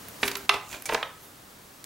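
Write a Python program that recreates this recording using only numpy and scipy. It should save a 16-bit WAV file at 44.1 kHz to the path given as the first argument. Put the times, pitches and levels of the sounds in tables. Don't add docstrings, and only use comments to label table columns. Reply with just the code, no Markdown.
import sys
import numpy as np
from scipy import signal
from scipy.fft import rfft, irfft, next_fast_len
from scipy.io import wavfile
from scipy.ndimage import uniform_filter1d, map_coordinates

SR = 44100
rng = np.random.default_rng(int(sys.argv[2]) if len(sys.argv) > 2 else 0)


def master_out(mix):
    frames = np.transpose(np.atleast_2d(mix))
    ceiling = np.clip(frames, -1, 1)
    pcm = np.round(ceiling * 32767).astype(np.int16)
    wavfile.write(sys.argv[1], SR, pcm)


N = 81585


def amp(db):
    return 10 ** (np.asarray(db) / 20)


def unit(x):
    return x / np.sqrt(np.mean(x ** 2) + 1e-20)


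def along(points, hz):
    point_hz, values = np.transpose(points)
    return np.interp(np.log(hz + 1), np.log(point_hz + 1), values)


def filtered(x, response):
    size = next_fast_len(N + SR // 2)
    return irfft(rfft(x, size) * response(np.fft.rfftfreq(size, 1 / SR)), size)[..., :N]


def tone(hz, bass_db, treble_db):
    return along([(400, bass_db), (1000, 0), (2800, 0), (6000, treble_db)], hz)


def add(track, start_s, sound):
    part = track[round(start_s * SR):][:len(sound)]
    part += sound[:len(part)]


CONTACT_HOLD = 0.133
CRACK_DB, CRACK_HZ = -4.5, 3470


def strike(colour, t60, modes, size=16384):
    t, hz = np.arange(size) / SR, np.fft.rfftfreq(size, 1 / SR)
    fade = amp(-60 * np.maximum(0, t / t60 - CONTACT_HOLD))
    burst = rng.standard_normal(size) * fade
    for _ in range(4):
        spectrum = rfft(burst)
        burst = irfft(spectrum / (abs(spectrum) + 1e-12)) * np.minimum(1, 10 * fade)
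    cepstrum = irfft(np.log(amp(colour(hz)) + 1e-6))
    cepstrum[1:size // 2] *= 2
    cepstrum[size // 2 + 1:] = 0
    body_response = np.exp(rfft(cepstrum))
    crack = amp(CRACK_DB) * 1j * hz / (1j * hz + CRACK_HZ)
    sound = unit(irfft((rfft(burst) + crack) * body_response))
    for mode_hz, db, ring_s in modes:
        ring = np.sin(2 * np.pi * mode_hz * t) * amp(-60 * t / ring_s) * (1 - np.exp(-t * mode_hz))
        sound = sound + amp(db + rng.normal()) * unit(ring)
    return unit(sound) * np.sqrt(.01 * SR / size)


def blows(contacts, body, modes):
    out = np.zeros(N)
    for start_s, db, bass_db, treble_db, t60 in contacts:
        colour = lambda hz: along(body, hz) + tone(hz, bass_db, treble_db)
        add(out, start_s, amp(db) * strike(colour, t60, modes))
    return out


# start in seconds, level, bass and treble in dB, t60 in seconds.
LANDING_BLOWS = [(.4931, -8.5, -6, 3, 0.019), (.5405, -21.5, 18, -6, 0.033), (.5605, -34, 26.5, 9, 0.028)]
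# frequency in Hz, relative level in dB.
LANDING_BODY = [(280, -29), (650, -4), (1050, 1.5), (1700, -7.5), (2200, -4), (4100, -6), (8300, -29.5),
                (11000, -24), (16000, -48)]
# frequency in Hz, relative level in dB, t60 in seconds.
LANDING_MODES = [(406.4, -21.5, 0.22), (850, -18, 0.34), (1026, -6.5, 0.021), (1212, -8, 0.028),
                 (2040, -7, 0.064), (2740, -6, 0.035), (3522, -13.5, 0.045)]


def gun_landing():
    return blows(LANDING_BLOWS, LANDING_BODY, LANDING_MODES)


# start in seconds, level, bass and treble in dB, t60 in seconds.
GUN_CLACKS = [(.2308, -19.5, 1.5, 4, 0.025), (.2788, -26, -8, 15, 0.021), (.3148, -33.5, 4, 21.5, .012),
              (.3541, -30.5, -9, 19, 0.015)]
# frequency in Hz, relative level in dB.
GUN_BODY = [(60, -18.5), (180, -9.5), (270, -5.5), (600, -4.5), (1100, -1), (2500, 4.5), (4000, -7),
            (6500, -23.5), (16000, -36.5)]
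# frequency in Hz, relative level in dB, t60 in seconds.
GUN_MODES = [(265.3, -15.5, 0.05), (396.7, -13, 0.31), (972, -14, 0.065), (2365, -14.5, 0.075)]


def gun_clacks():
    return blows(GUN_CLACKS, GUN_BODY, GUN_MODES)


# start in seconds, level, bass and treble in dB, t60 in seconds.
TUB_KNOCKS = [(.8913, -25.5, -9, 10, .014), (.8932, -21, 4, -2, 0.043), (.9147, -31, -2, -3, 0.018),
              (.9232, -22, 10, -15, 0.017), (.9461, -18.5, 8.5, 16.5, .005), (.9487, -18, -9, -3, 0.013),
              (.974, -31.5, -4, -11, .04)]
# frequency in Hz, relative level in dB.
TUB_BODY = [(220, -15.5), (440, -2), (950, 1.5), (1170, -4), (1600, 1.5), (2400, -2.5), (3600, -10.5),
            (16000, -50.5)]
# frequency in Hz, relative level in dB, t60 in seconds.
TUB_MODES = [(414.5, -14.5, 0.12), (928, -4.5, 0.23), (1046, -10, 0.03)]


def tub_knocks():
    return blows(TUB_KNOCKS, TUB_BODY, TUB_MODES)


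# start in seconds, level, bass and treble in dB, t60 in seconds.
LAST_TAP = [(1.0283, -21.5, 0, 0, 0.02)]
# frequency in Hz, relative level in dB.
TAP_BODY = [(290, -16), (480, -0.5), (1500, 0), (3600, -1.5), (4500, -14.5), (9000, -36)]
# frequency in Hz, relative level in dB, t60 in seconds.
TAP_MODES = [(1002, -10.5, 0.1), (1287, -10.5, 0.18), (3490, -27, 0.035)]


def last_tap():
    return blows(LAST_TAP, TAP_BODY, TAP_MODES)


# start in seconds, level in dB, pitch in Hz, width in octaves, t60 in seconds.
TICKS = [(.0845, -43, 12600, 0.23, 0.022), (0.2784, -32.5, 14000, 0.49, 0.028),
         (0.3684, -39.5, 12900, 0.57, .035), (0.8223, -36.5, 11400, .23, 0.0089),
         (0.8566, -27, 7600, 0.46, 0.035), (1.8422, -36.5, 6700, 0.62, 0.0055)]
# frequency in Hz, relative level in dB.
TICK_BODY = [(300, -19), (2000, -2.5), (16000, -18)]


def ticks():
    out = np.zeros(N)
    for start_s, db, pitch_hz, octaves, t60 in TICKS:
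        peak = lambda hz: np.exp(-.5 * (np.log2((hz + 1) / pitch_hz) / octaves) ** 2)
        colour = lambda hz: 20 * np.log10(amp(along(TICK_BODY, hz)) + peak(hz))
        add(out, start_s, amp(db) * strike(colour, t60, modes=[]))
    return out


# start in seconds, level in dB, frequency in Hz, t60 in seconds.
PINGS = [(.3695, -40, 12450, 0.071), (.3695, -35, 1340, 0.04), (.8567, -34.5, 2310, 0.21),
         (.8567, -42, 781, 0.18)]


def pings():
    out, t = np.zeros(N), np.arange(SR // 2) / SR
    for start_s, db, hz, t60 in PINGS:
        add(out, start_s, amp(db - 60 * t / t60) * np.sqrt(2) * np.sin(2 * np.pi * hz * t))
    return out


GRAIN_DB, GRAIN_PER_S = 3.5, 700


def stroke(peak_s, db, rise_s, fall_s, colour):
    t = np.arange(N) / SR
    noise = unit(filtered(rng.standard_normal(N), lambda hz: amp(colour(hz))))
    grain = map_coordinates(rng.standard_normal(N // 10), [t * GRAIN_PER_S])
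    swell = amp(db - 20 * np.maximum((peak_s - t) / rise_s, (t - peak_s) / fall_s))
    return unit(noise * amp(GRAIN_DB * grain)) * swell


# peak time in seconds, level in dB, rise and fall in seconds, bass and treble in dB.
RUBS = [(.26, -33.5, 0.053, 0.044, 5, 8), (.542, -27, 0.016, 0.028, 0.5, -2.5),
        (0.741, -30, 0.044, 0.046, -3.5, -8.5), (.936, -29, 0.085, 0.042, -1, -3)]
# frequency in Hz, relative level in dB.
RUB_SPECTRUM = [(50, -2), (400, 5.5), (2150, -5.5), (2400, 6.5), (2700, -1.5), (5400, -4), (16000, -13.5)]
# peak time in seconds, level in dB, rise and fall in seconds, pitch in Hz.
BRUSHES = [(.265, -36.5, 0.058, 0.038, 10600), (.728, -37.5, .1, 0.11, 7000),
           (1.235, -46, .043, 0.12, 12000)]
BRUSH_PEAK_DB, BRUSH_OCTAVES = 10, 0.24


def friction():
    out = np.zeros(N)
    for peak_s, db, rise_s, fall_s, bass_db, treble_db in RUBS:
        colour = lambda hz: along(RUB_SPECTRUM, hz) + tone(hz, bass_db, treble_db)
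        out += stroke(peak_s, db, rise_s, fall_s, colour)
    for peak_s, db, rise_s, fall_s, pitch_hz in BRUSHES:
        colour = lambda hz: BRUSH_PEAK_DB / (1 + (np.log2((hz + 1) / pitch_hz) / BRUSH_OCTAVES) ** 2)
        out += stroke(peak_s, db, rise_s, fall_s, colour)
    return out


SCATTER_S, SCATTER_DB, SCATTER_HZ = 0.0021, -7, 4500


def scattered(x):
    echoes = unit(rng.standard_normal(round(SCATTER_S * SR)))
    side = signal.fftconvolve(x, echoes / np.sqrt(len(echoes)))[:N]
    side = filtered(side, lambda hz: amp(SCATTER_DB) * hz / np.hypot(hz, SCATTER_HZ))
    return np.array([x + side, x - side])


def panned(x, right_db, shadow_hz=545):
    side_db = np.array([[-.5], [.5]]) * right_db
    return filtered(x, lambda hz: amp(side_db * hz ** 2 / (hz ** 2 + shadow_hz ** 2)))


def spread(pair, correlation):
    angle = lambda hz: np.arccos(np.clip(along(correlation, hz), -1, 1)) / 2
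    mid, side = filtered(pair, lambda hz: np.array([np.cos(angle(hz)), np.sin(angle(hz))]))
    return np.array([mid + side, mid - side])


# frequency in Hz, t60 in seconds.
ROOM_T60 = [(300, 0.26), (1400, 0.45), (2800, 0.35)]
# frequency in Hz, gain in dB.
ROOM_DB = [(450, -3), (900, -3), (1500, -4.5), (2800, -7)]
# frequency in Hz, left-right correlation.
ROOM_CORRELATION = [(500, 0.96), (1500, 0.88), (10000, 0.56)]
ROOM_BUILD_S = 0.0013


def reverberation(x):
    hz, t, spectra = signal.stft(rng.standard_normal((2, N)), SR, nperseg=256)
    t60 = along(ROOM_T60, hz)[:, None]
    decay = amp(along(ROOM_DB, hz)[:, None] - 60 * t / t60)
    decay *= np.sqrt(2 * np.log(1000) / (t60 * SR))
    tail = signal.istft(spectra * decay, SR, nperseg=256)[1][:, :N]
    build_up = 1 - np.exp(-(np.arange(N) / SR / ROOM_BUILD_S) ** 2)
    return signal.fftconvolve(x[None], spread(tail, ROOM_CORRELATION) * build_up, axes=1)[:, :N]


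# frequency in Hz, relative level in dB.
FLOOR_SPECTRUM = [(25, -19.5), (90, -6.5), (270, -8.5), (600, -12.5), (1300, -12), (2300, -18),
                  (15500, -23.5)]
# frequency in Hz, left-right correlation.
FLOOR_CORRELATION = [(200, 0.94), (1500, 0.081), (6000, 0.75)]
# frequency in Hz, level in dB.
WHINE = [(15735, -64.5)]
FLOOR_DB = -44.5


def background():
    t = np.arange(N) / SR
    noise = spread(rng.standard_normal((2, N)), FLOOR_CORRELATION)
    hiss = unit(filtered(noise, lambda hz: amp(along(FLOOR_SPECTRUM, hz))))
    whine = sum(amp(db) * np.sqrt(2) * np.sin(2 * np.pi * (hz * t + rng.random())) for hz, db in WHINE)
    return amp(FLOOR_DB) * hiss + whine


def scene():
    sources = [(gun_clacks(), 3.3), (gun_landing(), 4.8), (tub_knocks(), 4), (last_tap(), 4),
               (ticks() + pings() + friction(), 2.5)]
    mix = background()
    for sound, right_db in sources:
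        mix += panned(scattered(sound), right_db) + panned(reverberation(sound), right_db=1.5)
    return mix


CEILING_DB, LOOK_AHEAD_S, GAIN_RAMP_S = -13.5, 0.029, .01
TOP_HZ = 15900


def record(dry):
    power = uniform_filter1d(np.mean(dry ** 2, axis=0), SR // 100)
    level = np.sqrt(abs(power) + 1e-12)
    held = np.minimum.accumulate(np.minimum(1, amp(CEILING_DB) / level))
    ahead = np.interp(np.arange(N) + LOOK_AHEAD_S * SR, np.arange(N), held)
    gain = uniform_filter1d(ahead, round(GAIN_RAMP_S * SR))
    return filtered(dry * gain, lambda hz: 1 / np.sqrt(1 + (hz / TOP_HZ) ** 200))


dry = scene()
out = record(dry)
master_out(out)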